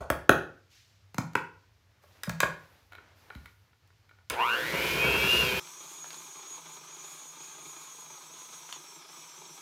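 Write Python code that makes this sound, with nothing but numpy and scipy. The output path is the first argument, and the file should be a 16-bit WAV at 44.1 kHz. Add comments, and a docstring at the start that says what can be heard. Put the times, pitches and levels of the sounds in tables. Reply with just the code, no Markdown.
"""A home kitchen: a spoon taps a plastic bowl and is laid on a board, a cup and a hand mixer knock on the stone counter.
Each blow rings damped sines and adds bursts of noise; floor, counter and room answer it.
The mixer's switch clicks, its mains motor runs up with whining tones and noisy air, and its beaters slap batter.
From 5.598 s on, everything plays 2.4 times faster, so higher in pitch, and turned down by 18 dB."""
import sys
import numpy as np
from scipy import signal
from scipy.fft import rfft, irfft, next_fast_len
from scipy.io import wavfile
from scipy.ndimage import uniform_filter1d

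SR = 44100
rng = np.random.default_rng(int(sys.argv[2]) if len(sys.argv) > 2 else 0)


def master(y):
    """Save y as 16-bit WAV."""
    cut = np.clip(np.atleast_2d(y).T, -1, 1)
    pcm = np.round(cut * 32767)  # scale
    wavfile.write(sys.argv[1], SR, pcm.astype(np.int16))


def field_ratio(decibels):
    """Amplitude ratio for a level in dB (20 dB per decade); scalars and array-likes work."""
    return 10 ** (np.asarray(decibels, dtype=float) / 20)


N = 423801
SPEED_UP_S, PACE = 5.598, 12 / 5   # heard time at which the speed-up starts, and how many times faster
SPEED_UP = round(SPEED_UP_S * SR)
LIVE = SPEED_UP + round((N - SPEED_UP) * PACE)   # samples of kitchen time, before the speed-up
MAINS_PULSE_HZ = 120   # in kitchen time, like every pitch below

# Table levels are relative: the functions trim them. Times are heard times.
# ways the plastic bowl rings: (frequency [Hz], level [dB], time to fall 60 dB [s])
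BOWL_MODES = [(380, -3, 0.022), (540, 2.5, .028), (683, 0.5, .024), (830, -8, .016), (1090, -7, .016),
              (1310, -5, .016), (1465, -2, .018), (1610, -4, .016), (1780, -8, 0.012), (2230, -11, .01),
              (2900, -17, 0.008), (3290, -11, .008), (3930, -16, .009)]


def rms_one(x):
    """Scale to rms 1."""
    return x / np.sqrt(np.mean(x ** 2) + 1e-20)


def live_sample(s):
    """Turn heard seconds into samples of kitchen time."""
    s = np.asarray(s)
    kitchen_s = s + np.maximum(s - SPEED_UP_S, 0) * (PACE - 1)
    return np.round(kitchen_s * SR).astype(int)


def in_time(rows):
    """Draw each column of a table as a curve, sample by sample in kitchen time."""
    s, *columns = np.transpose(rows)
    return [np.interp(np.arange(LIVE), live_sample(s), c) for c in columns]


def at_hz(points, hz):
    """Read a table between its points on a log-frequency axis."""
    point_hz, value = np.transpose(points)
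    return np.interp(np.log(hz), np.log(point_hz), value)


def band(x, low_hz, high_hz):
    """Butterworth band-pass: keep only the pitches between two limits."""
    sos = signal.butter(2, [low_hz, min(high_hz, .45 * SR)], "band", fs=SR, output="sos")
    return signal.sosfilt(sos, x)


def above(x, hz):
    """Butterworth high-pass: keep only the pitches above a limit."""
    return signal.sosfilt(signal.butter(2, hz, "high", fs=SR, output="sos"), x)


def coloured(spectrum, size):
    """Noise shaped to a given spectrum, rms 1."""
    fast = next_fast_len(size)
    hz = np.maximum(np.arange(fast // 2 + 1) * SR / fast, 1)
    shaped = rfft(rng.standard_normal(fast)) * field_ratio(at_hz(spectrum, hz))
    return rms_one(irfft(shaped, fast)[:size])


def drift(rate):
    """Slow random wander of rms 1: straight lines between 2 * rate random points a second."""
    steps = rng.standard_normal(int(LIVE / SR * 2 * rate) + 2)
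    return rms_one(np.interp(np.arange(LIVE) / SR * 2 * rate, np.arange(len(steps)), steps))


def resonance(x, hz, width_hz):
    """Two-pole resonance with gain 1 at its peak."""
    r = np.exp(-np.pi * width_hz / SR)
    return signal.lfilter([(1 - r * r) / 2, 0, (r * r - 1) / 2], [1, -2 * r * np.cos(2 * np.pi * hz / SR), r * r], x)


def clicks(at, db, size):
    """One impulse per blow."""
    return np.bincount(at, field_ratio(db), size)


def ring(impulses, hz, t60):
    """A unit impulse sets a sine of starting height 1 ringing; it falls 60 dB in t60 seconds."""
    r, w = field_ratio(-60 / (t60 * SR)), 2 * np.pi * hz / SR
    return signal.lfilter([0, np.sin(w)], [1, -2 * r * np.cos(w), r * r], impulses + 1e-18)


def blows(events, modes, top_db, spread_db, chatter_s):
    """Each blow rings the body, knocks and cracks; harder contacts tilt the ringing up; top_db lifts the crack's top."""
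    s, body_db, crack_db, hard_db = np.transpose(events)
    first = max(live_sample(s[0]) - 100, 0)
    at = live_sample(s) - first
    size = min(at[-1] + SR // 2, LIVE - first)
    low_hz = .7 * modes[0][0]

    def puff(db, t60, low_hz, high_hz):
        """Dying band noise with a rounded start."""
        fade = signal.lfilter([1], [1, -field_ratio(-60 / (t60 * SR))], clicks(at, db, size))
        noise = band(band(rng.standard_normal(size), low_hz, high_hz), low_hz, high_hz)
        return signal.lfilter([.04], [1, -.96], fade) * noise

    luck = rng.normal(0, spread_db, (len(at), len(modes)))   # where the blow lands favours some modes
    late = (rng.random(luck.shape) * chatter_s * SR).astype(int)   # the contact chatters: modes start unevenly
    body = np.zeros(size)
    for k, (hz, db, t60) in enumerate(modes):
        mode_db = body_db + db - 5.0 + hard_db * np.log2(hz / 1000) + luck[:, k]
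        body += ring(clicks(at + late[:, k], mode_db, size), hz, t60)
    # the contact lasts about a quarter of a millisecond
    body = above(np.convolve(body, np.hanning(12) / 5.5)[:size], low_hz)
    # the many dull modes blur together
    knock = puff(body_db - 1.5, 0.028, low_hz, 1200) + puff(body_db - 3.0 + hard_db, 0.022, 1100, 2800)
    crack = puff(crack_db + 10, 0.013, 2500, 8000) + puff(crack_db + top_db, 0.009, 8500, 19000)
    return np.pad(body + knock + crack, (first, LIVE - first - size))


def earlier_tap():
    """A bowl tap at time 0, of which only the echo will be heard."""
    return blows([(0, -22, -42.0, -0.6)], BOWL_MODES, top_db=7.0, spread_db=2.5, chatter_s=.002)


def kitchen(x):
    """Reflections: octave bands of noise, each dying at its own rate."""
    # how long the room rings: (frequency [Hz], time to fall 60 dB [s])
    room_t60 = [(100, 0.43), (1000, 0.4), (4000, 0.35), (12000, 0.24)]
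    t = np.arange(SR // 2) / SR
    tail = np.zeros(len(t))
    for low in 44 * 2 ** np.arange(9):
        tail += band(rng.standard_normal(len(t)), low, 2 * low) * field_ratio(-60 * t / at_hz(room_t60, 1.2 * low))
    tail *= np.clip((t - .003) / 0.0035, 0, 1)   # the first reflection needs 3 ms
    return signal.fftconvolve(x, tail / np.sqrt(np.sum(tail ** 2)))[:LIVE]


def counter_and_floor():
    """Heavy blows push floor and counter for 5 ms, and these heavy parts ring low."""
    # blows that shake them: (time [s], floor boom level [dB], counter thud level [dB], hollow thump level [dB])
    heavy = [(0, -41.5, -47, -54.5), (0.101, -35, -36, -37.5), (0.293, -38, -24, -28),
             (1.144, -70, -43.5, -47), (1.183, -65, -25.5, -19), (1.354, -68, -35.5, -36.5),
             (2.276, -55, -26, -45.5), (2.294, -49, -31.5, -43), (2.43, -46, -30, -41),
             (3.353, -42.5, -53, -36), (4.3, -47, -56, -57)]
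    s, boom_db, thud_db, thump_db = np.transpose(heavy)
    at, push = live_sample(s), np.hanning(SR // 200) / (SR // 400)
    thud = ring(clicks(at, thud_db + 12, SPEED_UP), hz=169.5, t60=.075)
    thump = ring(clicks(at, thump_db + 11.5, SPEED_UP), hz=265, t60=0.022)
    boom = ring(clicks(at, boom_db + 9.0, SPEED_UP), hz=66.94, t60=0.086)
    low = above(above(thud + thump, 130), 130) + boom
    return np.pad(np.convolve(low, push)[:SPEED_UP], (0, LIVE - SPEED_UP))


def background():
    """Noise shaped as low house hum and the rustle of sleeves and cord, up to the speed-up only."""
    # fridge and house: (frequency [Hz], level [dB per Hz])
    hum_spectrum = [(18, -42.5), (30, -20), (81, -6), (97, 3.5), (115, -8.5), (135, -16), (424, -38),
                    (460, -25), (500, -52), (650, -66.5), (1100, -120)]
    # sleeves and cord move: (start [s], length [s], hiss level [dB], rub level [dB], air level [dB])
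    moves = [(0.69, 0.057, -63, -80.5, -75), (2.003, 0.75, -69.5, -65.5, -75),
             (2.894, 0.43, -73.5, -64, -82), (3.144, 0.3, -70, -66.5, -74)]
    # between the moves: hiss level [dB], rub level [dB], air level [dB]
    still_db = [-75, -74, -85]
    rise_s, fade_s = 0.026, 0.23
    t = np.arange(SPEED_UP) / SR
    level = field_ratio(still_db)[:, None] * np.ones(SPEED_UP)
    for s, length, *db in moves:
        shape = np.clip((t - s) / rise_s, 0, 1) * np.exp(-np.maximum(t - s - length, 0) / fade_s)
        level = np.maximum(level, field_ratio(db)[:, None] * shape)

    def noise():
        """Plain white noise."""
        return rng.standard_normal(SPEED_UP)

    hiss = rms_one(band(band(noise(), 1500, 7000), 1500, 7000)) * level[0] * field_ratio(1.0 * drift(7.0)[:SPEED_UP])
    rub = rms_one(band(noise(), 120, 2000)) * level[1] * field_ratio(2.0 * drift(9.5)[:SPEED_UP])
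    air = rms_one(band(noise(), 9500, 16000)) * level[2]
    hum = field_ratio(-65) * coloured(hum_spectrum, SPEED_UP)
    return np.pad(hum + hiss + rub + air, (0, LIVE - SPEED_UP))


def spoon_on_bowl():
    """The spoon sets the plastic bowl ringing."""
    # taps: (time [s], body level [dB], crack level [dB], hardness [dB per octave])
    taps = [(0.101, -10.5, -30, 0.6), (0.293, -0.5, -25, 0.35)]
    return blows(taps, BOWL_MODES, top_db=13.0, spread_db=1.2, chatter_s=0.0018)


def spoon_on_board():
    """The spoon is laid down, and the board rings for a few hundredths of a second at most."""
    # contacts: (time [s], body level [dB], crack level [dB], hardness [dB per octave])
    contacts = [(1.144, -36, -44, 3), (1.182, -17, -29.5, -1.5), (1.333, -43, -54, -3),
                (1.353, -9.5, -33.5, 0.1)]
    # ways the board rings: (frequency [Hz], level [dB], time to fall 60 dB [s])
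    board_modes = [(318, -17.5, 0.032), (533, -17, 0.061), (740, -5.5, 0.017), (970, 3.5, 0.011),
                   (1425, 2, 0.014), (2220, -1, 0.0075), (2530, -4, 0.0096), (3000, -20, 0.017)]
    return blows(contacts, board_modes, top_db=3.5, spread_db=1.0, chatter_s=0.00304)


def cup_on_counter():
    """The cup rings briefly as it knocks on the stone counter."""
    # knocks: (time [s], body level [dB], crack level [dB], hardness [dB per octave])
    knocks = [(2.036, -40, -66, -15), (2.234, -28.5, -31.5, 10), (2.272, -23, -65, -10),
              (2.294, -18.5, -33.5, -0.5), (2.403, -8.5, -22, 2.5), (2.431, -2, -35.5, -3)]
    # ways the cup rings: (frequency [Hz], level [dB], time to fall 60 dB [s])
    cup_modes = [(585, -14, 0.022), (880, -23, 0.03), (1094, -6, 0.022), (1440, -9, 0.031),
                 (1650, -4, 0.032), (1920, -17, .02), (2380, -14, 0.014), (2970, -20, 0.01),
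                 (3700, -12.5, 0.009), (5000, -16, .01), (6060, -18, .01)]
    return blows(knocks, cup_modes, top_db=6.0, spread_db=1.5, chatter_s=.008)


def mixer_handled():
    """Handling and knocks make the mixer's shell ring."""
    # contacts: (time [s], body level [dB], crack level [dB], hardness [dB per octave])
    contacts = [(2.921, -38, -62, 0), (2.931, -39, -62, 0), (2.951, -44, -61, 6), (2.982, -38, -78, -2.8),
                (3.302, -31.5, -66, -1.5), (3.351, -43, -60, 6), (3.458, -38, -57, 2.5),
                (3.73, -54, -86, 1), (3.875, -75, -68, 8), (3.902, -51, -90, -3), (4.092, -51, -74, 6),
                (4.11, -47, -80, -1.5), (4.186, -50, -86.5, -2.5), (4.299, -33, -26.5, 4),
                (4.535, -39, -48, 4)]
    # ways the shell rings: (frequency [Hz], level [dB], time to fall 60 dB [s])
    shell_modes = [(384, -16, 0.017), (970, -11, 0.017), (1437, 1.5, 0.035), (1800, -5, 0.015),
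                   (2240, -1.5, 0.014), (3080, -4, 0.006), (3980, -1.5, 0.008)]
    return blows(contacts, shell_modes, top_db=10.5, spread_db=1.5, chatter_s=.004)


def whine(turns, t):
    """Rotor slots sing, split into combs by the pulsing mains current; fan and unbalance add single tones."""
    # slot tones: (multiple of rotor speed, level [dB])
    slot_tones = [(12, 0), (24, -8), (36, -12)]
    # comb around the first slot tone, from three mains pulses below to four above: level [dB]
    teeth = [-17, -10.5, -1, -1.5, -1.5, -4, -12.5, -21]
    # narrower comb of the overtones, from one pulse below to two above: level [dB]
    overtone_teeth = [-3.5, -2.5, -4.5, -10]
    # casing resonances: (frequency [Hz], width [Hz], boost [dB])
    casing = [(946, 220, 16.5), (1486, 140, 7.5), (2278, 137, 5.5), (2494, 35, 6), (2799, 75, 19)]
    angle = 2 * np.pi * np.cumsum(turns * (1 + .002 * drift(40))) / SR
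    speed = turns / 200

    def comb(teeth_db, start):
        """Teeth one mains pulse apart, each wavering on its own."""
        total = 0
        for k, db in enumerate(teeth_db, start=start):
            height = field_ratio(db + 2.0 * drift(3) + 2.2 * drift(11))
            total = total + height * np.exp(1j * (2 * np.pi * k * MAINS_PULSE_HZ * t + .5 * drift(8)))
        return total

    slots = [field_ratio(db) * np.exp(1j * k * angle) for k, db in slot_tones]
    # overtones are strongest while the slow rotor draws heavy current
    overtones = comb(overtone_teeth, start=-1) * sum(slots[1:]) * field_ratio(18 * (1 - speed))
    # they escape through the vents only in this band
    escaped = band(np.imag(overtones), low_hz=1900, high_hz=4300)
    tones = np.imag(comb(teeth, start=-3) * slots[0]) + escaped
    for hz, width_hz, db in casing:
        tones = tones + (field_ratio(db) - 1) * resonance(tones, hz, width_hz)
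    fan = field_ratio(-15.5 + 2.2 * drift(13)) * np.sin(16 * angle)   # 16 blades
    fan = fan + field_ratio(5) * resonance(fan, 3120, 200)   # the cowl favours the lower speeds
    wobble = field_ratio(-13 + 2.5 * drift(4)) * np.sin(2 * angle)   # the unbalanced rotor shakes twice a turn
    return rms_one(tones) + (fan + wobble) * speed ** 3


def roar(turns, pulse):
    """Cooling air and brush hiss as noise; the treble grows with speed and flickers with the current."""
    # colour of the roar: (frequency [Hz], level [dB per Hz])
    roar_spectrum = [(150, -24), (250, -15.5), (386, -5.5), (519, -3.5), (590, -10), (680, -8), (750, -17),
                     (980, -7), (1190, -14), (1410, -5.5), (1520, -10), (1760, -9.5), (1980, -15),
                     (2490, -8.5), (3710, -13.5), (7060, -22.5), (8700, -27.5), (11500, -22.5),
                     (12600, -23), (12900, -16), (13200, -24), (16000, -24)]
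    air = coloured(roar_spectrum, LIVE)
    low = band(air, 20, 3100)
    high = (air - low) * (turns / 200) ** 1.05 * (1 + 0.051 * pulse)
    wavering = low * field_ratio(1.8 * drift(22) + 1.2 * drift(3.5)) + high * field_ratio(1.0 * drift(4.3))
    return wavering / np.std(band(air, 570, 1870))


def batter(turns):
    """The geared-down beaters slap batter against the wall, each slap with its own force."""
    # bowl resonances: (frequency [Hz], width [Hz], level [dB])
    bowl_resonances = [(65.7, 8.1, -8), (275, 35, -8.5), (146.4, 61, -3), (365, 90, -0.5),
                       (509.6, 31, -5.5), (987, 130, -5), (1478, 300, -3)]
    beats = np.cumsum(turns) / SR / 19.5   # one slap per 19.5 rotor turns
    force = field_ratio(rng.normal(0, 3.0, int(beats[-1]) + 1))[beats.astype(int)]
    strength = .38 + force * np.exp(-4.0 * (beats % 1))
    slaps = strength * field_ratio(1.8 * drift(3)) * rng.standard_normal(LIVE)   # the batter lies unevenly
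    total = 0
    for hz, width_hz, db in bowl_resonances:
        # filtered twice, the second time twice as wide
        total = total + field_ratio(db) * rms_one(resonance(resonance(slaps, hz, width_hz), hz, 2 * width_hz))
    return rms_one(total)


def mixer():
    """Whine, roar and batter from the moment the switch clicks; the roar follows speed and whine."""
    # run-up, then sagging as the beaters meet thick batter: (time [s], rotor speed [turns per s])
    rotor_curve = [(4.3, 30), (4.39, 64), (4.45, 88), (4.57, 131), (4.66, 156), (4.75, 176), (4.83, 187.5),
                   (4.96, 193), (5.06, 201.5), (5.2, 201.5), (5.34, 216.5), (5.4, 215.5), (5.51, 194),
                   (5.6, 194.5), (5.78, 213.5), (5.836, 226), (5.908, 231.5), (5.948, 223), (6.11, 219.5),
                   (6.164, 228), (6.26, 210), (6.3, 210.5), (6.332, 219.5), (6.39, 220.5), (6.44, 206),
                   (6.524, 224), (6.572, 219.5), (6.636, 203), (6.692, 217.5), (6.748, 214), (6.812, 199.5),
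                   (6.9, 212.5), (6.988, 215), (7.14, 235.5), (7.188, 234), (7.26, 216.5), (7.325, 211.5),
                   (7.444, 226), (7.516, 230.5), (7.604, 224), (7.644, 227.5), (7.74, 220), (7.836, 230.5),
                   (7.94, 210), (8.012, 214), (8.068, 207.5), (8.172, 210.5), (8.284, 200), (8.34, 211.5),
                   (8.388, 213.5), (8.484, 209), (8.535, 215), (8.636, 205.5), (8.724, 216), (8.852, 202),
                   (8.948, 199), (9.02, 184), (9.07, 181.5), (9.135, 202), (9.212, 204.5), (9.34, 195.5),
                   (9.42, 205.5), (9.508, 196), (9.61, 205)]
    # whine: (time [s], level [dB])
    whine_curve = [(4.3, -50), (4.4, -29), (4.5, -29.5), (4.66, -27.5), (4.824, -28.5), (5.2, -26.5),
                   (5.36, -28), (5.6, -30), (5.95, -32.5), (6.335, -32), (6.8, -33.5), (7.1, -32.5),
                   (8.3, -33), (8.55, -31), (8.9, -32.5), (9.61, -32.5)]
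    # how deep the beaters work in the batter, as its loudness: (time [s], level [dB])
    batter_curve = [(4.3, -44), (4.4, -60), (4.6, -49), (4.7, -40), (4.85, -39), (5.045, -31.5), (5.4, -34),
                    (5.63, -37.5), (7.4, -37.5), (9.61, -39.5)]
    switch_on_s, rotor_lag_s = 4.3, .05
    click_db, click_s = 25, 0.023   # the switch's click, a short burst of noise: it lifts the roar briefly
    usual_turns, usual_whine_db = 210, -33
    (turns,), (whine_db,), (batter_db,) = in_time(rotor_curve), in_time(whine_curve), in_time(batter_curve)
    # the rotor's inertia rounds every change of speed
    turns = uniform_filter1d(turns, size=int(rotor_lag_s * SR), mode="nearest")
    t = np.arange(LIVE) / SR
    pulse = np.cos(2 * np.pi * MAINS_PULSE_HZ * t)
    since = np.maximum(t - switch_on_s, 0)
    roar_db = -36.3 + 0.065 * np.maximum(turns - usual_turns, -40)
    roar_db = roar_db + 0.55 * (whine_db - usual_whine_db) + click_db * np.exp(-since / click_s)
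    on = np.clip(since / 0.005, 0, 1)
    motor = field_ratio(whine_db - 1.8) * whine(turns, t) + field_ratio(roar_db - 4) * roar(turns, pulse)
    return on * (motor + field_ratio(batter_db - 1.8) * batter(turns))


def beater_on_bowl():
    """The beaters knock the plastic bowl and set it ringing."""
    # knocks: (time [s], body level [dB], crack level [dB], hardness [dB per octave])
    knocks = [(5.672, -23, -49.5, 8), (6.043, -27, -50.5, -12), (6.105, -15, -40, 5), (6.13, -20, -32, 8),
              (6.143, -18, -35, 7.5), (7.045, -22, -38, 8), (8.691, -20.5, -54, -2), (8.726, -9.5, -26, 9)]
    return blows(knocks, BOWL_MODES, top_db=7.0, spread_db=0.0, chatter_s=0.00206)


def scene():
    """All sources in kitchen time, then the later part hurried and turned down."""
    taps = counter_and_floor() + spoon_on_bowl() + spoon_on_board()
    taps += cup_on_counter() + mixer_handled() + beater_on_bowl()
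    motor = mixer()
    # the mixer is moved about: its reflections swing between two sets, 1.3 times per kitchen second plus a drift
    place = np.pi * 1.3 * np.arange(LIVE) / SR + drift(.7)
    motor_echoes = kitchen(motor * np.cos(place)) + kitchen(motor * np.sin(place))
    echoes = kitchen(taps + earlier_tap()) + field_ratio(-4.5) * motor_echoes
    live = taps + motor + field_ratio(-6.5) * echoes + background()
    # microphone bass cut
    live = signal.sosfilt(signal.butter(8, 50, "high", fs=SR, output="sos"), live)
    hurried = signal.resample_poly(live[SPEED_UP:], up=5, down=12)   # 2.4 times faster
    heard = np.concatenate([live[:SPEED_UP], field_ratio(-18) * hurried, np.zeros(9)])[:N]
    return np.stack([heard, heard])


def band_limit(x):
    """A steep low-pass at the top of the band."""
    return signal.sosfilt(signal.butter(12, 16850, fs=SR, output="sos"), x)


def record(dry):
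    """One microphone on both channels, its top cut at 16.8 kHz."""
    top_cut = signal.cheby2(10, 60, 16800, fs=SR, output="sos")
    finished = signal.sosfilt(top_cut, dry)
    return band_limit(finished)


dry = scene()
out = record(dry)
master(out)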